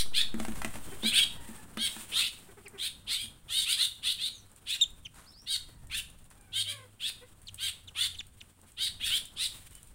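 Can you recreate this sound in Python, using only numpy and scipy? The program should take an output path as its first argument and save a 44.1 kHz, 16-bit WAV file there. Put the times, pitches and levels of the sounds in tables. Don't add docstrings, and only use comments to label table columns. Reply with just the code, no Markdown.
import sys
import numpy as np
from scipy import signal
from scipy.fft import rfft, irfft, next_fast_len
from scipy.io import wavfile
from scipy.ndimage import uniform_filter1d

SR = 44100
rng = np.random.default_rng(int(sys.argv[2]) if len(sys.argv) > 2 else 0)


def materialize(psi):
    bounded = np.clip(np.atleast_2d(psi).T, -1, 1)
    quanta = np.round(bounded * 32767).astype(np.int16)
    wavfile.write(sys.argv[1], SR, quanta)


N = 438354
TIME = np.arange(N) / SR
CUTOFF_HZ = 15800

# frequency_hz, gain_db
TICK_COLOUR = [(800, -16), (2500, -1.5), (5500, -5), (8800, 16), (12000, -3.5), (15000, 2)]


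def from_db(db):
    return 10 ** (np.asarray(db) / 20)


def rms_one(x):
    return x / np.sqrt(np.mean(x ** 2) + 1e-20)


def along(rows, where):
    first, *columns = np.transpose(rows)
    return [np.interp(where, first, column) for column in columns]


def add(out, start_s, sound):
    i = int(round(start_s * SR))
    part = sound[max(-i, 0):max(N - i, 0)]
    out[max(i, 0):max(i, 0) + len(part)] += part


def coloured(x, colour):
    size = next_fast_len(len(x) + 512)
    hz, db = np.transpose(colour)
    bins_hz = np.arange(size // 2 + 1) * SR / size
    gain = from_db(np.interp(np.log(bins_hz + 1), np.log(hz), db))
    return irfft(rfft(x, size) * gain, size)[:len(x)]


def wander(n, per_s):
    steps = np.arange(n) * per_s / SR
    values = rng.standard_normal(n // 16 + 2)
    return np.interp(steps, np.arange(len(values)), values) * np.sqrt(3 / 2)


def noise(n, colour):
    return rms_one(coloured(rng.standard_normal(n), colour))


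def unsteady_noise(db, colour, uneven_db, per_s):
    return from_db(db + uneven_db * wander(N, per_s)) * noise(N, colour)


def burst(colour, fade_s):
    t = np.arange(SR // 5) / SR
    return noise(len(t), colour) * from_db(-60 * t / fade_s) / 2


def note(pitch_hz, overtones_db, waver):
    phase = 2 * np.pi * np.cumsum(pitch_hz * (1 + waver * wander(len(pitch_hz), 400))) / SR
    overtones = sum(from_db(db) * np.sin(k * phase) for k, db in enumerate(overtones_db, start=2))
    return np.sqrt(2) * (np.sin(phase) + overtones)


def yard_echo(x, db, fade_s=0.37):
    t = np.arange(SR) / SR
    wash = coloured(rng.standard_normal(SR), [(300, 1.0), (3500, -5.5), (7000, -5.0), (15000, -5.5)])
    tail = wash * (1 - np.exp(-t / 0.0055)) * from_db(-60 * t / fade_s)
    return x[:N] + from_db(db) * signal.fftconvolve(x, tail / np.linalg.norm(tail))[:N]


def cage_echo(x, db, fade_s=0.16, echoes_per_s=900):
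    t = np.arange(SR // 8) / SR
    echoes = rng.standard_normal(len(t)) * (rng.random(len(t)) < echoes_per_s / SR)
    echoes *= (t > .002) * from_db(-60 * t / fade_s)
    direct = t == 0
    return signal.fftconvolve(x, direct + from_db(db) * echoes / np.linalg.norm(echoes))


def motor(waver=0.03985, throb_db=3, trim_db=-0.5):
    # time_s, pitch_hz, level_db
    hum = [(3.0, 91.8, -68), (6.3, 91.7, -73.5), (6.55, 107.5, -58), (6.8, 102.8, -52.5),
           (6.95, 103.5, -66), (7.7, 92.2, -58.5), (9.94, 88, -79)]
    hz, db = along(hum, TIME)
    gain = np.sqrt(2) * from_db(db + trim_db + throb_db * wander(N, 13))
    pitch_hz = hz * (1 + waver * wander(N, 30))
    return gain * np.sin(2 * np.pi * np.cumsum(pitch_hz) / SR)


def wind(trim_db=2):
    # time_s, level_db
    levels = [(0, -53.5), (1.3, -56.5), (2.8, -60.5), (5, -62.5), (6.5, -62), (9.94, -62)]
    # frequency_hz, gain_db
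    colour = [(15, 1), (75, -4.5), (130, -10), (250, -23.5), (600, -66.5)]
    return unsteady_noise(along(levels, TIME)[0] + trim_db, colour, uneven_db=4, per_s=4.4)


def hand_grip():
    # time_s, level_db
    levels = [(0.0, -57), (0.66, -50), (3.26, -63.5), (8.75, -66), (9.05, -60), (9.94, -66)]
    # frequency_hz, gain_db
    colour = [(130, 3.5), (230, 3), (400, -5), (700, -8), (1500, -9.5), (3000, -30), (6000, -25.5)]
    return unsteady_noise(along(levels, TIME)[0], colour, uneven_db=3, per_s=49)


def hand_rustle(floor_db=-65.5, rise_s=0.059, sag_db=3.5, release_s=0.19):
    # start_s, length_s, level_db
    slides = [(0.345, 1, -50.5), (1.426, 0.15, -53.5), (1.82, 0.4, -46), (9.468, 0.15, -50.5)]
    # frequency_hz, gain_db
    colour = [(300, -8), (1500, -5), (3300, -1.5), (4800, -9.5), (6300, -9.5), (8700, 3), (12500, -11.5),
              (15000, -5.5)]
    power = from_db(floor_db) ** 2
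    for start_s, length_s, db in slides:
        t = TIME - start_s
        shape = np.clip(t / rise_s, 0, 1) * np.exp(-np.maximum(t - length_s, 0) / release_s)
        power += (shape * from_db(db - sag_db * np.clip(t / length_s, 0, 1))) ** 2
    return unsteady_noise(10 * np.log10(power), colour, uneven_db=2.5, per_s=58)


def whistles():
    # start_s, length_s, start_hz, middle_hz, end_hz, level_db
    notes = [(0.851, 0.13, 3200, 3120, 3150, -61), (4.3, 0.12, 6950, 6460, 5500, -60),
             (5.254, .07, 3630, 5200, 5150, -58.5), (5.304, 0.15, 3200, 5150, 5750, -60),
             (9.719, 0.084, 2800, 3000, 2900, -62)]
    out = np.zeros(N)
    for start_s, length_s, *pitches, db in notes:
        progress = np.linspace(0, 1, int(length_s * SR))
        pitch_hz = np.polyval(np.polyfit([0, .5, 1], pitches, 2), progress)
        tone = note(pitch_hz, overtones_db=[], waver=0.013)
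        add(out, start_s, from_db(db) * tone * np.sin(np.pi * progress))
    return out


def fowl(jitter=0.03, harmonics=7):
    # start_s, length_s, start_hz, end_hz, level_db
    calls = [(0.916, 0.02, 390, 403, -45), (1.288, 0.36, 961, 869, -61), (2.487, 0.014, 427, 371, -52),
             (2.568, 0.025, 450, 363, -54), (2.647, 0.028, 439, 350, -54.5), (2.733, 0.037, 415, 365, -52),
             (5.559, .42, 1012, 890, -75.5), (6.329, 0.27, 822, 736, -71), (6.657, 0.2, 633, 500, -58),
             (7.209, 0.036, 462, 528, -58.5)]
    # frequency_hz, gain_db
    throat = [(250, 15), (560, -6), (850, -7), (1650, -9), (2400, -10), (4000, -55.5)]
    out = np.zeros(N)
    for start_s, length_s, start_hz, end_hz, db in calls:
        progress = np.linspace(0, 1, int(length_s * SR))
        pitch_hz = (start_hz + (end_hz - start_hz) * progress) * (1 + jitter * wander(len(progress), 209.6))
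        phase = 2 * np.pi * (np.cumsum(pitch_hz) / SR + rng.random())
        buzz = sum(np.cos(k * phase) for k in range(1, harmonics + 1))
        swell = np.sqrt(np.abs(np.sin(np.pi * progress)))
        add(out, start_s, from_db(db) * rms_one(coloured(buzz, throat)) * swell)
    return out


def scuffs(grain_db=3):
    # start_s, length_s, level_db
    scrapes = [(0.55, .07, -46), (0.735, 0.083, -49.5), (5.136, 0.19, -56), (6.308, 0.03, -54.5)]
    # frequency_hz, gain_db
    colour = [(250, -7), (1200, 3), (5500, -10.5), (9000, -2), (15000, -18)]
    out = np.zeros(N)
    for start_s, length_s, db in scrapes:
        n = int(length_s * SR)
        progress = np.linspace(0, 1, n)
        scrape = noise(n, colour) * from_db(db + grain_db * wander(n, 305))
        add(out, start_s, scrape * np.minimum(10 * progress, 1) * (1 - progress))
    return out


def ticks(grit_per_s=4.8, grit_db=-46, spread_db=2.5, trim_db=1):
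    # start_s, level_db
    clear = [(2.681, -34), (7.544, -30.5), (9.254, -31.5), (9.752, -35), (9.83, -39)]
    out = np.zeros(N)
    count = int(grit_per_s * N / SR)
    faint = [(rng.uniform(0, N / SR), rng.normal(grit_db, spread_db)) for _ in range(count)]
    for start_s, db in clear + faint:
        add(out, start_s, from_db(db + trim_db) * burst(TICK_COLOUR, fade_s=0.019))
    return out


def bumps(ring_gain_db=-8, clack_gain_db=13, wire_gain_db=2, rattle_s=0.03, rattle_loss_db=14):
    # start_s, thud_db, clack_db
    hits = [(0.342, -23.5, -45), (0.400, -26.5, -36.5), (0.45, -52, -39.5), (0.483, -26.5, -43),
            (0.52, -54, -47.5), (0.618, -56, -37), (0.647, -28.5, -32.5), (0.756, -37, -42),
            (1.033, -27.5, -42.5), (1.047, -25, -40), (1.489, -34.5, -55), (1.772, -28.5, -37.5),
            (1.965, -39.5, -46.5), (3.241, -44, -60)]
    # pitch_hz, level_db, fade_s (time to drop 60 dB)
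    frame = [(227.6, 5, 0.11), (252.6, -0.5, 0.14), (313, 5, 0.051), (390, -11, 0.085)]
    # frequency_hz, gain_db
    clack_colour = [(400, -7.5), (750, 6.5), (1150, -0.5), (1650, 1), (2400, -1), (5000, -13.5), (9000, -9),
                    (15000, -22)]
    out, t = np.zeros(N), np.arange(SR // 4) / SR
    for start_s, thud_db, clack_db in hits:
        ring = sum(from_db(db + rng.normal() - 60 * t / fade_s) * np.sin(2 * np.pi * hz * t)
                   for hz, db, fade_s in frame)
        add(out, start_s, from_db(thud_db + ring_gain_db) * ring * (1 - np.exp(-t / 0.0027)))
        for delay_s, loss_db in [(0, 0), (rattle_s * rng.uniform(.8, 1.2), rattle_loss_db)]:
            clack = from_db(clack_gain_db) * burst(clack_colour, fade_s=0.028)
            wire = from_db(wire_gain_db) * burst(TICK_COLOUR, fade_s=0.017)
            add(out, start_s + delay_s, from_db(clack_db - loss_db) * (clack + wire))
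    return out


def peeps(full_voice_db=-30, lead_share=0.37, scoop_share=0.27, drop_share=0.22, lead_in_db=-15):
    # start_s, length_s, top_hz, sag_share (of the pitch), level_db
    calls = [(2.656, 0.024, 3160, 0.35, -48.5), (4.797, 0.048, 3790, 0.05, -19.5),
             (5.047, .026, 3460, 0.18, -41.5), (7.467, 0.031, 4930, 0.37, -43),
             (7.873, .025, 4000, 0.26, -45), (8.143, 0.0164, 3660, 0.212, -44.5),
             (8.183, 0.031, 4380, 0.3, -39.5), (8.403, 0.018, 4650, 0.44, -48)]
    out = np.zeros(N)
    for start_s, length_s, top_hz, sag, db in calls:
        progress = np.linspace(0, 1, int(length_s * SR))
        lead = lead_share * (db > full_voice_db)
        low = np.clip(10 * (lead - progress), 0, 1)
        falling = np.maximum(progress - lead, 0) / (1 - lead)
        pitch_hz = top_hz * (1 - scoop_share * low - sag * falling ** .6 - drop_share * falling ** 6)
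        flutter_db = 14 * sag * wander(len(progress), 1400)
        gain = np.sin(np.pi * progress ** 1.15) * from_db(db + lead_in_db * low + flutter_db)
        add(out, start_s, gain * note(pitch_hz, overtones_db=[-12, -28, -33], waver=0.14 * sag))
    return out


def effort_db(progress, attack_share=0.48, attack_db=14.5, release_share=0.33, release_db=5.5):
    swelling = np.maximum(1 - progress / attack_share, 0)
    letting_go = np.maximum(1 - (1 - progress) / release_share, 0)
    return -attack_db * swelling - release_db * letting_go ** 2


def syrinx(low_hz, high_hz, harsh, gain_db, jitter=0.0222, breath=0.92, uneven_db=3.5, sum_tone_db=0.13):
    mixes = np.array([(k - j, j) for k in range(1, 10) for j in range(k + 1)])
    shaky_hz = np.array([hz * (1 + jitter * harsh * wander(len(hz), 499.3)) for hz in (low_hz, high_hz)])
    hz = mixes @ np.array([low_hz, high_hz])
    phase = mixes @ (2 * np.pi * np.cumsum(shaky_hz, axis=1) / SR)
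    phase += rng.uniform(0, 2 * np.pi, (len(mixes), 1))
    fray = breath * harsh * wander(2 * hz.size, 800).reshape(2, *hz.shape)
    tones = (1 + fray[0]) * np.cos(phase) + fray[1] * np.sin(phase)
    drift_db = uneven_db * wander(hz.size, 34.88).reshape(hz.shape)
    first_sum = (mixes == 1).all(axis=1, keepdims=True)
    gains = from_db(gain_db(hz) + drift_db + sum_tone_db * first_sum) * (hz < CUTOFF_HZ)
    voice = (gains * tones).sum(0)
    return voice / np.sqrt(uniform_filter1d(voice ** 2, size=900))


def squawks(beak_width_hz=400, beak_shut_share=0.27, dull_start_db=9, flutter_db=1.45, trim_db=-1):
    # start_s, length_s, low_top_hz, high_top_hz, climb_share (of the pitch),
    # crest_share (of the length; above 1 it ends still rising), level_db, beak_hz
    calls = [(-.085,.11,1666,2320,0.33,0.69,-28.5,3600), (0.129,.095,1752,2600,0.36,0.76,-24.5,3440),
             (1.018,0.099,1708,2470,0.22,0.95,-26.5,3280), (1.109,0.096,1780,2730,0.43,0.82,-23,3310),
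             (1.149,0.095,1652,2289,0.18,0.62,-22.5,3450), (1.77,0.11,1638,2240,0.16,0.59,-28.5,3660),
             (2.108,0.12,1540,2138,0.39,1.22,-27,3530), (2.165,.12,1481,2226,0.42,1.03,-30.5,3270),
             (2.773,.11,1691,2587,0.42,0.94,-32,3540), (3.061,.11,1534,2312,0.43,0.99,-30.5,3970),
             (3.13,0.13,1653,2414,0.25,0.8,-37.5,3440), (3.477,0.17,1560,2214,0.27,0.67,-28,3700),
             (3.644,0.11,1593,2423,0.36,0.98,-27.5,3530), (3.761,0.1,1523,2148,0.31,0.91,-24.5,3650),
             (4.018,.11,1500,2192,0.35,0.88,-27.5,3720), (4.168,.12,1661,2405,0.31,1.4,-32,3730),
             (4.654,.11,1916,2837,0.5,0.86,-31.5,3370), (5.458,0.11,1594,2260,0.18,0.53,-29.5,4200),
             (5.894,.11,1843,2820,.45,.82,-32.5,3240), (6.518,0.11,1607,2200,0.2,0.66,-28.5,3660),
             (6.641,0.088,1650,2371,0.14,1.1,-34.5,3320), (6.991,0.11,1885,2850,0.47,0.91,-32.5,3400),
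             (7.573,0.13,1603,2273,0.28,0.57,-32,3510), (7.943,0.13,1509,2082,0.34,0.78,-28.5,3370),
             (8.764,0.12,1596,2226,0.28,0.59,-29,3730), (8.991,0.12,1853,2745,0.43,0.76,-31,3420),
             (9.086,0.096,1738,2488,0.3,1.18,-26.5,3460), (9.355,.12,1640,2354,0.4,1.4,-30.5,3800)]
    # frequency_hz, gain_db
    colour = [(600, -30), (1000, -7.5), (1450, -9.5), (2200, -4), (3650, 2), (5600, -10), (7200, -2.5),
              (8800, 10), (12500, -4.5), (15000, 1.5)]
    # time_s, gain_db
    facing = [(0.15, -2.5), (1.1, -2), (3.7, 1.5), (5.5, -4), (6.55, -1), (6.95, 0), (8.8, -0.5), (9.1, 1)]
    hoarseness = [(.2, .38), (.44, .64)]
    out = np.zeros(N)
    for start_s, length_s, low_hz, high_hz, climb, crest, db, beak_hz in calls:
        progress = np.linspace(0, 1, int(length_s * SR))
        arch = 1 - climb * (1 - progress / crest) ** 2
        hoarse = along(hoarseness, climb)[0]
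        harsh = hoarse + 1.3 * np.clip((progress - 1 + .6 * hoarse) / .24, 0, 1)
        closed = np.maximum(1 - progress / .72, 0)
        ring_hz = beak_hz * (1 - beak_shut_share * closed ** 2)
        treble_db = along(facing, start_s)[0] - dull_start_db * closed

        def gain_db(hz):
            beak_db = -10 * np.log10(1 + ((hz - ring_hz) / beak_width_hz) ** 2)
            return along(colour, hz)[0] + beak_db + treble_db * np.clip(hz / 4200 - 1, 0, 1)

        voice = syrinx(low_hz * arch, high_hz * arch, harsh, gain_db) * np.minimum(progress / 0.18, 1)
        shake_db = flutter_db * np.minimum(harsh, 1) * wander(len(progress), 220)
        call = voice * from_db(db + trim_db + effort_db(progress) + shake_db)
        add(out, start_s, cage_echo(call, db=-7))
    return out


def scene():
    stilts = yard_echo(squawks(), db=-10)
    stilts += yard_echo(cage_echo(peeps(), db=-15), db=-24.5)
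    knocks = yard_echo(cage_echo(bumps() + ticks() + scuffs(), db=-8.5), db=-14.5)
    far_birds = from_db(0.5) * yard_echo(cage_echo(whistles() + fowl(), db=0), db=-18.5)
    return (stilts + knocks + far_birds + wind() + hand_grip() + hand_rustle() + motor())[None]


def record(dry, bias=-0.065, settle_s=0.52):
    treble_cut = signal.ellip(10, .05, 60, CUTOFF_HZ, fs=SR, output="sos")
    return signal.sosfiltfilt(treble_cut, dry) + bias * np.exp(-TIME / settle_s)


dry = scene()
out = record(dry)
materialize(out)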